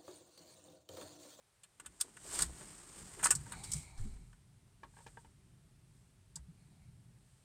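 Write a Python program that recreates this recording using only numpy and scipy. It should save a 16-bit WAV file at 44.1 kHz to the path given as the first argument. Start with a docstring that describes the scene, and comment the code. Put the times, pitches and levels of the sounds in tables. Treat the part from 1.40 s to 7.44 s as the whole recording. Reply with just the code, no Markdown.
"""In a parked car, a key is pushed into the ignition lock and turned, heard by a hand-held phone.
Lock pins and detents click: bursts of noise drive the treble, the blade's ring and the housing's knock.
Relays tick and a small motor whirrs behind the dash, as noise through resonances; the blade and a sleeve
scrape as dense noise. The hand bumps the phone as fading low tones and makes its case creak.
A low rumble of filtered noise comes through the car's body, and the microphone hisses."""
import sys
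import numpy as np
from scipy import signal
from scipy.fft import rfft, irfft
from scipy.io import wavfile
from scipy.ndimage import uniform_filter1d, map_coordinates

SR = 44100
rng = np.random.default_rng(int(sys.argv[2]) if len(sys.argv) > 2 else 0)


def wav_record(signal):
    """Record a signal, one row per channel, as 16-bit PCM in the file named by sys.argv[1]."""
    frames = np.transpose(np.atleast_2d(signal))
    bounded = np.clip(frames, -1, 1)
    # unit amplitude maps onto the largest positive 16-bit level
    quanta = np.round(bounded * 32767).astype(np.int16)
    wavfile.write(sys.argv[1], SR, quanta)


def field_ratio(decibels):
    """Amplitude ratio for a level in dB (20 dB per decade); scalars and array-likes work."""
    return 10 ** (np.asarray(decibels, dtype=float) / 20)


N = 266356  # length of the scene [samples]
TAIL = 8192  # length of one struck sound [samples]

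# Fade times below are for a fall of 60 dB; very short ones are lengthened, and resonances of housing and dash
# fade within 0.06 s. lock and key ring clicks, the last row being a relay behind the dash closing with a sharp
# click, made the same way: (time [s], nominal peak [dB], housing knock relative to it [dB], blade pitch [Hz],
# basic fade time [s])
LOCK_CLICKS = [(0.233, -47.5, -24, 3100, 0.048), (0.398, -44.5, -12.5, 2640, 0.025),
               (0.445, -65.5, 0, 2900, 0.087), (0.46, -39, -22, 2980, 0.031),
               (0.6, -40, -16.5, 5470, 0.073), (0.61, -21.5, -36.5, 4220, 0.016),
               (0.768, -49, -10.5, 2750, 0.029), (0.938, -34, -31, 4880, 0.076),
               (0.952, -36, -28, 3090, 0.054), (0.989, -26, -19, 4600, 0.026),
               (1.02, -19.5, -27.5, 4600, 0.037), (1.209, -57, -4, 2600, 0.036),
               (1.735, -50, -16.5, 2800, 0.03), (1.792, -46, -8.5, 2900, 0.047),
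               (1.827, -26, -15.5, 3280, 0.08), (1.841, -20, -28.5, 6300, 0.053),
               (1.856, -20, -14.5, 3600, 0.029), (1.868, -30.5, -17, 6300, 0.019),
               (1.905, -14.5, -24, 2560, 0.048), (1.95, -31, -43, 5850, 0.042),
               (2.119, -35, -15.5, 3450, 0.051), (2.235, -37.5, -30, 4750, 0.075),
               (2.316, -30.5, -46.5, 5200, 0.049), (2.333, -30.5, -35, 5800, 0.038),
               (2.574, -53.5, -14, 4620, 0.068), (2.765, -69.5, -8.5, 2510, 0.035),
               (2.928, -64.5, -5.5, 2490, 0.028), (4.956, -38.5, -36, 5270, 0.04)]
# relays behind the dash: (time [s], nominal peak [dB], snap relative to it [dB], basic fade time [s])
RELAY_TICKS = [(2.062, -50, -45, 0.19), (3.432, -42, -25, 0.047), (3.537, -65, -30, 0.098),
               (3.567, -53, -22, 0.083), (3.586, -56.5, -28, 0.037), (3.603, -56, -32, 0.049),
               (3.664, -46.5, -16, 0.053), (3.771, -45, -44, 0.017), (3.846, -54.5, -27, 0.056),
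               (4.964, -55.5, -29.5, 0.09)]
# soft bumps on the phone: (time [s], nominal peak [dB], pitch [Hz], fade time [s])
PHONE_BUMPS = [(0.469, -52, 66, 0.14), (1.05, -39.5, 65, 0.23), (1.956, -37, 143, 0.16),
               (1.981, -42, 72, .2), (2.329, -43, 63, 0.41), (2.349, -35, 150, 0.14),
               (2.579, -27, 19.2, 0.37), (2.597, -34, 101, 0.13), (2.689, -45.5, 44.1, 0.61),
               (2.65, -45.5, 212, 0.14), (4.959, -49, 150, 0.14), (4.99, -44.5, 64, 0.23),
               (5.082, -45, 162, 0.13)]
# the phone case creaks under the fingers: (time [s], nominal peak [dB])
CASE_CREAKS = [(0.419, -61), (0.522, -65), (0.639, -54.5), (0.678, -56.5), (0.708, -71), (0.753, -60),
               (0.846, -51), (1.089, -51.5), (1.206, -51), (1.769, -48), (2.649, -62), (3.878, -69)]
# strokes of scraping and rubbing: (firmest moment [s], level of the bright part [dB], build-up [s],
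# let-go [s], dull part relative to the bright part [dB])
RUB_STROKES = [(.69, -65.5, 0.49, 0.1, -4.5), (0.938, -47, 0.14, 0.13, -7),
               (1.015, -38.5, 0.12, 0.049, -10.5), (1.2, -55.5, 0.29, 0.8, -5.5),
               (1.62, -58, 0.29, 0.58, -6), (1.89, -50.5, 0.14, 0.11, -4), (2.1, -62, 0.19, 0.5, -3.5),
               (2.37, -50, 0.2, 0.12, -20), (2.6, -63.5, 0.036, 0.33, -7), (3.58, -69, 0.15, 0.51, -12),
               (3.8, -76.5, 0.42, 0.083, -4.5), (4.58, -78, .25, .25, -24.5), (5.28, -81.5, .4, 0.59, -7.5),
               (5.922, -77, .3, .6, -15)]
# the grip shifts on the phone: (time [s], level of the upper rustle [dB], swell and fade [s],
# deep thud relative to the rustle [dB])
GRIP_SHIFTS = [(.5, -72.5, 0.16, 3), (.7, -77, 0.24, -2.5), (1.02, -50, 0.14, -2), (1.21, -63, 0.38, -3),
               (1.63, -61.5, 0.19, 1), (1.86, -58, .1, 0), (2.17, -61.5, 0.061, -10.5),
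               (2.66, -60, 0.18, 10), (3.45, -59, 0.053, -25), (3.87, -72.5, .15, -2.5)]
# drone of the body shell: (time [s], level [dB])
RUMBLE_LEVEL = [(0.0, -81), (0.451, -84), (.9, -75), (1.1, -69), (1.35, -70), (1.75, -68), (1.93, -54),
                (2.4, -56), (2.55, -68.5), (2.7, -58), (2.95, -66), (3.852, -64.5), (4.9, -65), (5.35, -64),
                (6.04, -68.5)]
# runs of the small motor, which starts after a relay closes:
# (start [s], starting level [dB], fade [dB per s], length [s])
MOTOR_RUNS = [(2.122, -61, 28.5, 0.78), (5.156, -86, 7, 0.384)]

# resonances of the motor's casing: (pitch [Hz], width of each filter pass [Hz], level [dB])
MOTOR_CASING = [(826, 360, -1), (2247, 320, 0), (3970, 200, -6), (4240, 420, -3)]
# resonances of the lock's plastic housing: (pitch [Hz], level [dB], fade time before limits [s])
HOUSING_MODES = [(911, -17.5, .04), (1150, 4.5, 0.062), (1166, 6, 0.087), (1460, 8, 0.077), (1475, -3, .04),
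                 (1736, 1.5, 0.062), (1920, -5.5, 0.076), (2490, -9, .03)]
# resonances of the dash panel: (pitch [Hz], level [dB], fade time before limits [s])
DASH_MODES = [(464, 5, 0.24), (886, 13.5, 0.098), (927, 7, 0.21), (1096, 10, 0.12), (1270, -38, 0.024),
              (1606, 16, 0.018), (2170, -7, 0.019), (2360, -27.5, 0.017), (2900, -9.5, 0.083),
              (3450, -10.5, 0.034)]
# tone of near sounds through the microphone port: (frequency [Hz], level [dB])
BRIGHT_TONE = [(1470, -40.5), (2500, -7), (2770, -5.5), (4020, -6), (4730, -4.5), (6110, -5.5), (7590, 2.5),
               (8660, 6), (10300, -12.5), (14400, -19.5), (16000, -28)]
# tone of the body of a rub, also used for the creaks: (frequency [Hz], level [dB])
DULL_TONE = [(180, -14), (300, 8.5), (535, -3.5), (1020, -2.5), (1130, -2), (1850, -4.5), (3000, -8),
             (3900, -39.5), (6600, -120)]
# tone of the rumble: (frequency [Hz], level [dB])
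RUMBLE_TONE = [(12, -38.5), (20, -19), (38, 0), (125, 0.5), (185, -7), (226, -15.5), (292, -19),
               (329, -24.5), (377, -21), (500, -35), (650, -53.5), (1100, -120)]
# tone of the panel's loose trim: (frequency [Hz], level [dB])
TRIM_TONE = [(250, -8.5), (450, -4), (900, 1), (1700, -0.5), (3000, -8.5), (5000, -18.5)]
# tone of the microphone hiss: (frequency [Hz], level [dB])
HISS_TONE = [(240, -19), (400, 3), (453, -6), (655, -6.5), (777, -8.5), (893, -8), (994, -11), (1070, -10),
             (7060, -16.5), (8630, -10), (16000, -32.5)]


def set_level(x, db):
    """Scale the whole sound to an rms level."""
    return x * field_ratio(db) / np.sqrt(np.mean(x ** 2))


def set_onset_level(x, db):
    """Scale so that the first 25 ms have this rms level."""
    return x * field_ratio(db) / np.sqrt(np.mean(x[:SR // 40] ** 2))


def colour(x, points, lo_hz=1., hi_hz=30900.0):
    """Shape by (Hz, dB) points, fading out below lo and above hi; nothing sounds before its cause."""
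    f = np.fft.rfftfreq(len(x), 1 / SR) + 1
    hz, db = np.transpose(points)
    edges = 1 / (1 + (lo_hz / f) ** 4) / (1 + (f / hi_hz) ** 4)
    gain = field_ratio(np.interp(np.log(f), np.log(hz), db)) * edges
    # folding the cepstrum onto positive times makes the filter respond only after its input
    cepstrum = irfft(np.log(gain + 1e-5), len(x))
    cepstrum[1:len(x) // 2] *= 2
    cepstrum[len(x) // 2 + 1:] = 0
    return irfft(rfft(x) * np.exp(rfft(cepstrum)), len(x))


def walk(rate):
    """Random drift around zero: values held 1 / rate s, smoothed twice; spread about two thirds."""
    k = int(SR / rate)
    steps = np.repeat(rng.standard_normal(N // k + 1), k)
    return 0.9 * uniform_filter1d(uniform_filter1d(steps, k), k)[:N]


def add(out, s, x):
    """Mix x in from time s."""
    i = int(s * SR)
    out[i:i + len(x)] += x[:len(out) - i]


def rattle(t60, chatter_db, bounce_s):
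    """A contact and its bounces: fading noise chopped into uneven little bursts."""
    t = np.arange(TAIL) / SR
    t60 = max(t60, .02)
    knots = chatter_db * rng.standard_normal(TAIL // 16)
    knots[0] = abs(chatter_db)
    bursts = field_ratio(np.interp(t / bounce_s, np.arange(len(knots)), knots))
    # long contacts slide in, short ones strike almost at once
    rise = 1 - np.exp(-(t + 1 / SR) / (0.063 * t60))
    return rng.standard_normal(TAIL) * rise * bursts * field_ratio(-60 * t / t60)


def ring(push, modes):
    """A push sets resonances ringing as fading tones, each with a new random strength."""
    t = np.arange(TAIL) / SR
    body = np.zeros(TAIL)
    for hz, db, t60 in modes:
        strength_db = db + 2.5 * rng.standard_normal()
        fade_db = 60 * t / np.clip(t60, .015, .06)  # fade time kept between 0.015 and 0.06 s
        body += field_ratio(strength_db - fade_db) * np.sin(2 * np.pi * hz * t)
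    return signal.fftconvolve(push, body)[:TAIL]


def hump(s, db, before_s, after_s):
    """A gain that climbs to db at time s and sinks again, straight in dB."""
    span_db = 20  # gained or lost over the build-up or let-go time
    t = np.arange(N) / SR - s
    distance = np.where(t < 0, -t / max(before_s, .02), t / max(after_s, .02))
    return field_ratio(db - span_db * distance)


def microphone_hiss():
    """The microphone's own steady noise."""
    return set_level(colour(rng.standard_normal(N), HISS_TONE, lo_hz=410.0), -75.5)


def rumble():
    """Low noise through the body shell in three parts; a shifting grip stirs the outer parts."""
    upper_db, deep_db = -9, -6.5  # relative to the drone
    drone_gain = field_ratio(np.interp(np.arange(N) / SR, *np.transpose(RUMBLE_LEVEL)))
    deep = set_level(colour(rng.standard_normal(N), RUMBLE_TONE, 20., 75.), 0)
    # the drone and the upper part waver on their own
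    drone = colour(rng.standard_normal(N), RUMBLE_TONE, 96.0, 200.0)
    drone = set_level(drone * field_ratio(3.2 * walk(12)), 0)
    upper = colour(rng.standard_normal(N), RUMBLE_TONE, 203.0, 500.)
    upper = set_level(upper * field_ratio(2.3 * walk(13)), 0)
    grip = np.zeros(N)
    for s, db, swell_s, thud_db in GRIP_SHIFTS:
        grip += hump(s, db, swell_s, swell_s) * (upper + field_ratio(thud_db) * deep)
    return drone_gain * (drone + field_ratio(upper_db) * upper + field_ratio(deep_db) * deep) + grip


def bumps():
    """A hand bumps the phone: a low tone swells for a moment and dies away."""
    out, t = np.zeros(N), np.arange(2 * TAIL) / SR
    for s, db, hz, t60 in PHONE_BUMPS:
        fade = field_ratio(db - 60 * t / max(t60, .03))
        swell = 1 - np.exp(-t * hz * 1.02)
        add(out, s, fade * swell * 1.49 * np.sin(2 * np.pi * hz * t))
    return out


def creaks():
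    """Short dull creaks of the phone case: little bursts of filtered noise."""
    out = np.zeros(N)
    for s, db in CASE_CREAKS:
        creak = colour(rattle(0.095, 3.6, .003), DULL_TONE, 250., 910.0)
        add(out, s, set_onset_level(creak, db - 9.5))
    return out


def motor_whirr():
    """Brush noise of a small motor through its casing; each resonance flickers and the speed wavers."""
    run_up_s, run_out_s = 0.042, .06
    t = np.arange(N) / SR
    brush = rng.standard_normal(N) * field_ratio(0.96 * walk(55))
    casing = np.zeros(N)
    for hz, width, db in MOTOR_CASING:
        b, a = signal.iirpeak(hz, hz / width, SR)
        band = signal.lfilter(b, a, signal.lfilter(b, a, brush))
        casing += field_ratio(3.4 * walk(17)) * set_level(band, db)
    # reading the sound slightly early or late makes its pitch waver
    lag_s = 0.00027 * walk(9.8)
    casing = map_coordinates(casing, [(t + lag_s) * SR], mode="mirror")
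    runs = np.zeros(N)
    for s, db, fade_db, length in MOTOR_RUNS:
        fade = field_ratio(db - fade_db * np.clip(t - s, 0, length))
        ramps = np.minimum((t - s) / run_up_s, (s + length - t) / run_out_s)
        runs += fade * np.clip(ramps, 0, 1)
    return runs * casing


def relays():
    """Each armature snaps, the dash panel rings briefly and its loose trim buzzes on."""
    out = np.zeros(N)
    for s, db, snap_db, t60 in RELAY_TICKS:
        snap = colour(rattle(t60, 9.7, 0.0004), TRIM_TONE, 2100.0, 7800.0)
        panel = ring(rattle(0.23 * t60, 1.4, 0.0021), DASH_MODES)
        trim = colour(rattle(2.0 * t60, 3.1, 0.00335), TRIM_TONE, hi_hz=2510.0)
        tick = set_onset_level(panel, db - 11) + set_onset_level(trim, db - 20.5)
        add(out, s, tick + set_onset_level(snap, db + snap_db))
    return out


def rubbing():
    """Dense tiny catches of metal and cloth; firmer pressure makes them louder."""
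    catches = rng.standard_normal(N) * field_ratio(2.0 * walk(400) + 0.78 * walk(64))
    bright = set_level(colour(catches, BRIGHT_TONE, lo_hz=2700.0), 0)
    dull = set_level(colour(catches, DULL_TONE, 266.0, 4500.0), 0)
    out = np.zeros(N)
    for s, db, up_s, down_s, dull_db in RUB_STROKES:
        out += hump(s, db, up_s, down_s) * (bright + field_ratio(dull_db) * dull)
    return out


def lock():
    """Metal chatter in the treble, a broad ring of the key blade and a knock of the plastic housing."""
    out = np.zeros(N)
    for s, db, knock_db, blade_hz, t60 in LOCK_CLICKS:
        hit = rattle(t60, 2.9, 0.001)
        treble = colour(hit, BRIGHT_TONE, 6100., 16000.0)
        # a band around the blade's pitch, then a second cut below it with a flat tone
        blade = colour(hit, BRIGHT_TONE, blade_hz / 2.2, blade_hz * 1.35)
        blade = colour(blade, [(1, 0), (SR, 0)], blade_hz / 1.38)
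        # the blade rings more at higher pitches and relatively less on hard blows
        pitch_db = 7.5 * np.log2(blade_hz / 3996)
        hard_blow_db = 0.26 * (db + 31.5)
        blade_db = -18.5 + pitch_db - hard_blow_db
        housing = ring(rattle(0.99 * t60, 5.3, 0.0017), HOUSING_MODES)
        buzz = colour(rattle(1.5 * t60, 3.2, .003), TRIM_TONE, 1200.0, 2400.)
        knock = set_onset_level(housing, 0) + set_onset_level(buzz, -2)
        click = set_onset_level(treble, db - 11.5) + set_onset_level(knock, db + knock_db)
        add(out, s, click + set_onset_level(blade, db + blade_db))
    return out


def cabin_echo(near):
    """Add a few early reflections from glass and dash, and a short dense tail of fading noise."""
    cabin = np.zeros(SR // 10)
    # delays in samples, levels in dB, every other reflection upside down
    reflections = field_ratio(np.array([-24.0, -12.5, -16.0, -17.5, -17.5])) * [1, -1, 1, -1, 1]
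    cabin[[55, 120, 230, 310, 470]] = reflections
    fade = field_ratio(-37.5 - 60 * np.arange(len(cabin)) / SR / 0.087)
    cabin += fade * rng.standard_normal(len(cabin))
    return near + signal.fftconvolve(near, cabin)[:N]


def scene():
    """Lock and relay clicks gain near reflections; the rest adds directly."""
    clicks = cabin_echo(relays() + lock())
    return (rumble() + bumps() + creaks() + motor_whirr() + rubbing() + clicks)[None]


def band_limit(x):
    """A steep low-pass at the top of the band."""
    return signal.sosfilt(signal.butter(12, 16560, fs=SR, output="sos"), x)


def record(dry):
    """The microphone adds its hiss to the sound of the cabin."""
    mix = dry + microphone_hiss()
    return band_limit(mix)


dry = scene()
out = record(dry)
wav_record(out)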